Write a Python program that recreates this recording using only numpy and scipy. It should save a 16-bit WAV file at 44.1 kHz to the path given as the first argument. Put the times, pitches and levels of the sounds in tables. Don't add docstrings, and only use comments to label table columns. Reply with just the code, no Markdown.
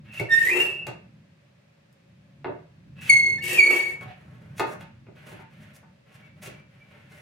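import sys
import numpy as np
from scipy import signal
from scipy.fft import rfft, irfft, next_fast_len
from scipy.io import wavfile
from scipy.ndimage import uniform_filter1d, map_coordinates

SR = 44100
rng = np.random.default_rng(int(sys.argv[2]) if len(sys.argv) > 2 else 0)


def put_to_file(sound):
    columns = np.atleast_2d(sound).T
    safe = np.clip(columns, -1, 1)
    whole_steps = np.round(safe * 32767)
    wavfile.write(sys.argv[1], SR, whole_steps.astype(np.int16))


N = 318005


def amp(db):
    return 10 ** (np.asarray(db) / 20)


def unit(x):
    return x / np.sqrt(np.mean(x ** 2) + 1e-20)


def along(points, hz):
    point_hz, values = np.transpose(points)
    return np.interp(np.log(hz + 1), np.log(point_hz + 1), values)


def curves(rows):
    seconds, *columns = np.transpose(rows)
    t = np.arange(N) / SR
    return [np.interp(t, np.sort(seconds), column) for column in columns]


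def during(rows):
    t = np.arange(N) / SR
    inside = (t >= rows[0][0]) & (t <= rows[-1][0])
    return uniform_filter1d(1. * inside, size=300)


def levels(tables):
    return sum(amp(curves(rows)) * during(rows) for rows in tables)


def wobble(rate, size=N):
    knots = rng.standard_normal(int(size * rate / SR) + 4)
    return map_coordinates(knots, [np.arange(size) * rate / SR])


def filtered(x, response):
    n = x.shape[-1]
    m = next_fast_len(n + 8192)
    hz = np.fft.rfftfreq(m, 1 / SR)
    return irfft(rfft(x, m) * response(hz), m)[..., :n]


def colour(points):
    return lambda hz: amp(along(points, hz)) * np.minimum(hz / points[0][0], 1) ** 4


def body(modes):
    first_hz, last_hz = modes[0][0], modes[-1][0]

    def response(hz):
        ring = 0
        for k, (centre, width, db) in enumerate(modes):
            mode = 1j * hz * width / (centre * centre - hz * hz + 1j * hz * width)
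            ring = ring + (-1) ** k * amp(db) * mode
        return ring * np.minimum(hz / first_hz, 1) ** 2 / np.hypot(1, (hz / last_hz / 2) ** 2)
    return response


def grains(rate, spread_db):
    breaks = rng.random(N) < rate / SR
    return breaks * rng.standard_normal(N) * amp(spread_db * rng.standard_normal(N))


def spread(response, width):
    mid, side = filtered(rng.standard_normal((2, N)), response)
    return unit(np.array([mid + width * side, mid - width * side]))


# multiple of the pitch, level in dB before grip and shimmer.
OVERTONES = [(2, -19.5), (3, -25.5), (4, -30), (5, -38), (6, -47), (7, -51)]
ONSET_DB, RELEASE_DB_PER_S = 27.5, 1099.5
BITE_S = .012
EDGE_PER_DB = 0.33
BEAT_HZ, BEAT_DEPTH = 30.36, 0.55
SETTLE_S = 0.0096


def squeal(row, waver, scatter, flutter_db, shimmer_db, half_db):
    start, rise, hold, pitch, sharp, peak_db, bite_db, sag, rough, overtone_db = row
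    t = np.arange(int((rise + hold + .1) * SR)) / SR
    held = np.maximum(t - rise, 0)
    rough = np.clip(rough, 0, 1)

    def chance(rate):
        return wobble(rate, size=SR)[:len(t)]

    onset = ONSET_DB * np.maximum(1 - t / rise, 0) ** 2
    release = RELEASE_DB_PER_S * np.maximum(held - hold, 0)
    grip = bite_db * np.exp(-held / BITE_S) - onset - sag * held - release

    hz = pitch + sharp * np.maximum(1 - t / (rise + SETTLE_S), 0)
    hz = hz * (1 + waver * chance(70) + scatter * rough * chance(500))
    phase = 2 * np.pi * np.cumsum(hz) / SR
    wave = np.sin(phase)
    for k, level in OVERTONES:
        sharpness = (overtone_db + EDGE_PER_DB * grip) * np.sqrt(k / 2)
        size = amp(level + sharpness + shimmer_db * chance(160))
        halfway = amp(half_db) * chance(300) * np.sin((k - .5) * phase)
        wave = wave + size * (np.sin(k * phase) + halfway)

    throb = 1 + BEAT_DEPTH * np.cos(2 * np.pi * BEAT_HZ * held) * (1 - np.exp(-held / BITE_S))
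    flutter = flutter_db * rough * chance(380) + chance(55)
    tone = np.sqrt(2) * throb * amp(peak_db + grip + flutter) * wave
    return np.pad(tone, (round(start * SR), N))[:N]


# start in seconds, rise in seconds, hold in seconds, pitch in Hz, starting offset of pitch in Hz,
# level in dB before trim, bite (extra level at the peak) in dB, sag in dB per second,
# roughness (held to 0-1), overtone level in dB before the weight of each overtone.
SQUEALS = [ (0.066, 0.081, 0.074, 2696, 3, -43, -2.5, 3, 0.85, -16),
           (0.193, 0.0049, 0.012, 2220, 0.5, -33.5, 5, 99, 0.48, -18.5),
           (0.288, 0.05, 0.012, 1820, 10, -14.5, 1.5, 0.5, 0.16, -3),
           (.368, 0.022, 0.029, 1854, -0.5, -19.5, 4, 30, 0.2, -14.5),
           (0.43, .025, .03, 1890, 0, -31, 0, 19.5, .7, -12),
           (0.469, .005, 0.0025, 1950, 0.5, -24, 5.5, 103, 0.5, -12),
           (0.481, 0.0082, 0.0096, 2050, -5, -23.5, 5.5, 97.5, 0.6, -22),
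           (0.495, 0.008, 0.007, 2337, -3, -27.5, 2.5, 98.5, 0.3, -19.5),
           (0.506, 0.0089, 0.014, 2480, -0.5, -24.5, 2.5, 103, 0.5, -15.5),
           (0.526, .016, 0.045, 2699, -0.5, -28, 3, 32, 0.4, -16.5),
           (0.589, .021, 0.01406, 2779, -7.5, -19.5, 5, 200.5, 0.15, -23.5),
           (0.629, 0.021, 0.18, 2785, 12, -33, 2, 58, 0.05, -22.5),
           (0.641, 0.023, .185, 2639, -0.5, -32, -4.5, 49, 0.1, -20),
           (2.957, .04, .09, 2636, 0.5, -49, -4, -2, 0.7, -16),
           (3.092, .0095, 0.26, 2166, 89.5, -17, 10, 54, 0.09, 3.5),
           (3.376, 0.016, 0.0083, 1800, 6, -38.5, 2, 93, 0.2, -3.5),
           (3.397, 0.041, 0.061, 2217, 1.5, -34, 1.5, 16, 0.5, -5),
           (3.415, .01, .03, 2805, 0.5, -38, 0.5, 58.5, 0.7, -15),
           (3.485, 0.01, 0.064, 1890, 0, -40, 3, 3.5, 0.7, -16.5),
           (3.488, .03, 0.06, 2690, -0.5, -29, -0.5, 3, 0.6, -15.5),
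           (3.563, 0.0059, .008, 2477, 28.5, -28, 2.5, 100.5, .6, -14),
           (3.576, .018, .003, 2294, 152, -13.5, 3.5, 100.5, .1, -8.5),
           (3.595, .01, 0.31, 2235, 20.5, -17.5, -1, 50, 0.1, -0.5),
           (4.043, 0.036, 0.046, 738, 20, -48, -0.5, 98, 1.1, -18)]
PORT_PHASE = 1.2


def squeals():
    tone = sum(squeal(row, waver=0.0022, scatter=0.029, flutter_db=4.5, shimmer_db=4.5, half_db=-26)
               for row in SQUEALS)
    phase_shift = .5j * PORT_PHASE * np.array([[1], [-1]])
    pair = filtered(tone, lambda hz: np.exp(phase_shift))
    return amp(1.0) * shop(pair, wet_db=-4.5, pan_db=-1.3)


# time in seconds, tearing fibres in dB, shaken board in dB, both before trims.
PUSHES = [
    [(.29, -70.5, -46), (.34, -57, -52), (.47, -50, -38), (.56, -53.5, -27.5), (.6, -50, -31),
     (.75, -76.5, -52), (.85, -94, -52.5)],
    [(3.1, -56, -60), (3.14, -67, -47), (3.22, -74, -50), (3.42, -82.5, -50.5)],
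    [(3.412, -74, -50.5), (3.432, -53.5, -47.5), (3.52, -46, -37.5), (3.585, -50, -33.5),
     (3.605, -66.5, -50), (3.66, -57, -35), (3.71, -54, -29), (3.77, -52, -35), (3.92, -70.5, -51),
     (3.98, -107, -54)],
]
# frequency in Hz, relative level in dB.
FIBRES = [(1880, -28.5), (3200, 0), (3490, -9.5), (3750, -3), (4060, -7), (5780, -7.5), (9140, -1),
          (10800, -8.5), (11900, -3), (15700, -15)]
# frequency in Hz, relative level in dB.
BOARD = [(140, -56), (230, -17.5), (286, -11.5), (316, -15), (355, 2), (427, -9), (461, -4.5), (505, -11),
         (612, -8.5), (655, -17), (970, -15.5), (1120, -21), (1700, -19), (2210, -49), (3740, -120)]
# frequency in Hz, width in Hz, relative level in dB.
BLADE = [(1862, 120, 1.5), (1950, 160, -6), (2268, 82, -1.5), (2590, 100, 1), (2757, 160, -2)]


def cutting():
    fibre, board = levels(PUSHES)
    tears = grains(rate=9000, spread_db=4.0) * amp(4.4 * wobble(220))
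    hiss = amp(13.0) * fibre * unit(filtered(tears, colour(FIBRES)))
    blade_gain = amp(13.0) * fibre + amp(-12.5) * board
    rasp = blade_gain * unit(filtered(tears, body(BLADE)))
    wood = amp(-1.0) * board * unit(filtered(tears, colour(BOARD)))
    hiss = shop(hiss, wet_db=4.5, pan_db=3.0)
    rasp = shop(rasp, wet_db=4.0, pan_db=0.0)
    return hiss + rasp + shop(wood, wet_db=2.0, pan_db=-1.0)


GLIDE_ATTACK_S, GLIDE_RELEASE_S, GLIDE_SWELL_DB = 0.032, 0.0048, 2.5


def glide(start, length):
    t = np.arange(N) / SR - start
    attack = np.sin(np.pi / 2 * np.clip(t / GLIDE_ATTACK_S, 0, 1)) ** 4
    swell = amp(GLIDE_SWELL_DB * (np.clip(t / length, 0, 1) - .5))
    release = np.exp(-np.clip(t - length, 0, 1) / GLIDE_RELEASE_S)
    return attack * swell * release


# start in seconds, length in seconds, swish in dB, fine hiss in dB, hollow in dB, before the swell.
GLIDES = [ (0.025, .09, -59, -84.5, -63.5), (0.107, 0.1117, -47.5, -56, -59),
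          (2.943, 0.054, -54.5, -79, -59.5), (2.993, .125, -44, -52, -57),
          (3.987, 0.049, -53, -62.5, -45.5), (4.049, 0.069, -51, -81, -59),
          (4.105, .45, -68.5, -79.5, -62.5), (4.547, 0.051, -51.5, -51, -61),
          (4.648, .09, -57.5, -56.5, -43.5), (4.777, 0.0536, -55, -65.5, -58.5),
          (5.134, .29, -58, -74, -60.5), (5.241, 0.093, -60.5, -61, -54), (5.484, 0.24, -61.5, -76, -64),
          (5.592, 0.041, -75, -73, -76.5), (5.717, 0.053, -62.5, -59, -61), (6.04, 0.24, -63, -80.5, -64),
          (6.106, 0.059, -68, -68.5, -81), (6.343, .26, -64.5, -79.5, -63),
          (6.402, 0.074, -50.5, -49, -52.5), (6.677, 0.415, -65, -82, -67.5),
          (6.895, .07, -67.5, -86, -62.5), (7.082, 0.138, -58, -66, -59)]
# frequency in Hz, relative level in dB.
SWISH = [(1200, -14.5), (1900, -0.5), (2700, -0.5), (3300, -8), (5000, -21.5), (8000, -37.5)]
# frequency in Hz, relative level in dB.
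HISS = [(3500, -9), (4500, -9), (6000, -3), (8000, -6.5), (10000, -3.5), (12500, -10.5), (15700, -12)]
# frequency in Hz, relative level in dB.
HOLLOW = [(140, -35), (230, -4.5), (258, -17), (379, -2), (513, -5.5), (603, 2), (650, -6), (1030, -11.5),
          (1480, -7.5), (2200, -26), (2860, -55), (4840, -120)]


def gliding():
    gains = np.array([glide(*row[:2]) for row in GLIDES])
    swish, hiss, hollow = amp([row[2:] for row in GLIDES]).T @ gains
    rub = grains(rate=12000, spread_db=-1.0) * amp(2.0 * wobble(90))
    low = swish * unit(filtered(rub, colour(SWISH))) + hollow * unit(filtered(rub, colour(HOLLOW)))
    high = hiss * unit(filtered(rub, colour(HISS)))
    return shop(low, wet_db=2.5, pan_db=-1.0) + shop(high, wet_db=-2, pan_db=1)


# start in seconds, length in seconds, mean pitch in Hz, level in dB before flutter.
SQUEAKS = [(6.213, .075, 2250, -55.5), (6.242, 0.04, 2695, -54), (6.288, 0.087, 2290, -59.5),
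           (6.53, 0.1, 2330, -59), (6.793, 0.047, 2320, -58)]


def squeaks(waver=0.00664, flutter_db=6.0):
    t, out = np.arange(N) / SR, np.zeros(N)
    for start, length, pitch, db in SQUEAKS:
        swell = np.sin(np.pi * np.clip((t - start) / length, 0, 1))
        level = amp(db + flutter_db * wobble(64))
        hz = pitch * (1 + waver * wobble(90))
        out += swell * level * np.sin(2 * np.pi * np.cumsum(hz) / SR)
    return shop(out, wet_db=-4.5, pan_db=-0.5)


# start in seconds, rocking time in seconds, thud, knock, clack, iron ring and tick in dB before
# trims and softening, softness cut-off in Hz.
KNOCKS = [ (.198, .012, -31, -30.5, -35.5, -35.5, -36, 15000),
          (.868, .014, -42, -37.5, -34, -37, -38, 15070), (1.927, 0.01, -68, -84, -88, -87, -64, 20000),
          (2.445, .011, -45.5, -32.5, -29.5, -38.5, -72, 4200),
          (2.478, .013, -45, -33, -40, -47, -86, 1293), (3.123, .014, -39, -53, -42.5, -46, -48, 15070),
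          (4.01, .047, -39, -55, -47, -47, -54, 12000), (4.581, .007, -52, -65, -47, -41.5, -42, 15000),
          (4.596, .009, -43, -26.5, -20.5, -29.5, -31.5, 18080),
          (4.618, .024, -43, -34, -32, -51, -57.5, 9000),
          (4.809, .01, -50, -70.5, -43.5, -47, -51.5, 15000),
          (5.067, .018, -50, -50.5, -54.5, -50, -71.5, 2470),
          (5.318, .008, -52, -48, -50.5, -53, -62, 9000), (5.392, .01, -63, -56, -43.5, -62, -83.5, 2510),
          (5.829, 0.00612, -64, -70, -51.5, -67.5, -80, 2800),
          (6.46, .015, -51, -45.5, -61.5, -40, -43, 15070)]
# change of thud, knock, clack, iron ring and tick in dB.
FLAT_DB = [7, 5.5, -2, -9.5, -12.5]
# frequency in Hz, width in Hz, relative level in dB.
THUD = [(121.2, 25, 4), (154, 99, -6), (231, 31, -16.5)]
# frequency in Hz, width in Hz, relative level in dB.
BENCH = [(283, 26, -2.5), (362.8, 34, 3.5), (468, 110, -2.5), (602, 39, -2.5), (682, 52, -10.5)]
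# frequency in Hz, width in Hz, relative level in dB.
CLACK = [(716.5, 270, -2), (895, 42, 5), (975, 58, -2), (1166, 30, -3.5), (1226, 34, -1), (1494, 200, -3),
         (1740, 260, -8)]
# frequency in Hz, width in Hz, relative level in dB.
IRON = [(2065, 190, -1.5), (2260, 290, -3), (2540, 150, 1), (2800, 120, -6), (3300, 40, -6.5),
        (4230, 730, -13.5)]
# frequency in Hz, relative level in dB.
TICK = [(2500, -18.5), (4000, 0.5), (10000, -0.5), (15000, -4)]


def knocks():
    t = np.arange(SR // 3) / SR
    # response, t60 in seconds of the rattle after the blow, rattle against blow in dB
    parts = [(body(THUD), .15, 0), (body(BENCH), .08, -4), (body(CLACK), .05, -2),
             (body(IRON), .04, -3), (colour(TICK), .035, 10)]
    out = np.zeros((len(parts), N + SR))
    for start, rocking, *edge_db, soft_hz in KNOCKS:
        def soften(hz):
            return (1 + 1j * np.sqrt(2) * hz / soft_hz - (hz / soft_hz) ** 2) ** -2

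        flat_db = np.add(edge_db, FLAT_DB)
        for when, blow_db in [(start, edge_db), (start + rocking, flat_db)]:
            for track, db, (response, t60, rattle_db) in zip(out, blow_db, parts):
                rattle = rng.standard_normal(len(t)) * amp(-60 * t / t60)
                force = (t == 0) + amp(rattle_db) * rattle / np.linalg.norm(rattle)
                ring = unit(filtered(force, response))
                track[round(when * SR):][:len(t)] += amp(db - 21.0) * filtered(ring, soften)
    thud, knock, clack, iron, tick = out[:, :N]
    thud = amp(3) * shop(thud, wet_db=-16.0, pan_db=0.0)
    knock = amp(4.5) * shop(knock, wet_db=1.0, pan_db=-1.5)
    clack_and_iron = amp(2.5) * shop(clack + iron, wet_db=0.5, pan_db=0.2)
    tick = amp(0.5) * shop(tick, wet_db=-3.0, pan_db=4.0)
    return thud + knock + clack_and_iron + tick


# frequency in Hz, starting level in dB before the room, t60 in seconds.
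FREE_IRON = [(2150, -37.5, 0.37), (2540, -34, 0.26), (3450, -42, 0.14)]
PUT_DOWN_S = 4.597


def put_down():
    t = np.maximum(np.arange(N) / SR - PUT_DOWN_S, 0)
    ring = 0
    for hz, db, t60 in FREE_IRON:
        phase = 2 * np.pi * hz * t + .25 * wobble(100)
        ring = ring + amp(db - 60 * t / t60) * np.sin(phase)
    return shop(ring * (t > 0), wet_db=-5.5, pan_db=-1.0)


# time in seconds, level in dB before trim and waver.
RUMBLE = [(0, -50.5), (.95, -48.5), (1.05, -51.5), (1.6, -61.5), (2.1, -59), (2.45, -48.5), (2.7, -54),
          (2.9, -45.5), (3.55, -45), (3.7, -53.5), (4.1, -50.5), (4.65, -48), (5.4, -49), (6.05, -58.5),
          (6.42, -48), (6.75, -55), (7.2, -53.5)]
# frequency in Hz, relative level in dB.
LOW = [(15, -78), (25, -54), (38, -46.5), (39, -28), (45, -30.5), (58, -15), (93, -2.5), (129, 2.5),
       (145, 2.5), (214, -3.5), (257, -13.5), (330, -17), (430, -35), (730, -120)]
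# frequency in Hz, relative level in dB.
AIR = [(150, -37), (260, -7), (507, -8.5), (553, 2), (645, -10), (703, -9.5), (766, -12.5), (1520, -14.5),
       (1600, -11.5), (2180, -13), (2630, -12.5), (2870, -16.5), (4040, -20), (4880, -22.5), (15700, -42)]
RUMBLE_DB, RUMBLE_WAVER_DB = -0.5, 1.5
AIR_DB = -64.5


def background():
    level_db, = curves(RUMBLE)
    level = amp(level_db + RUMBLE_DB + RUMBLE_WAVER_DB * wobble(9))
    return level * spread(colour(LOW), width=0.12) + amp(AIR_DB) * spread(colour(AIR), width=1.0)


# frequency in Hz, t60 in seconds.
SHOP = [(120, 0.21), (500, 0.38), (2200, 0.44), (5000, 0.33), (12000, 0.17)]


def shop(x, wet_db, pan_db):
    hz, t, noise = signal.stft(rng.standard_normal((2, SR * 3 // 4)), SR, nperseg=256)
    decay = amp(-60 * t / along(SHOP, hz)[:, None])
    tail = signal.istft(noise * decay, SR, nperseg=256)[1]
    tail = np.pad(tail, ((0, 0), (130, 0)))
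    tail = tail / np.linalg.norm(tail[0])
    echo = signal.fftconvolve(np.atleast_2d(x), tail, axes=1)[:, :N]
    mix = (x + amp(wet_db) * echo) / np.hypot(1, amp(wet_db))
    return mix * amp([[pan_db / 2], [-pan_db / 2]])


def scene():
    return squeals() + cutting() + gliding() + squeaks() + knocks() + put_down() + background()


TOP_HZ = 15800


def record(dry):
    return filtered(dry, lambda hz: hz < TOP_HZ)


dry = scene()
out = record(dry)
put_to_file(out)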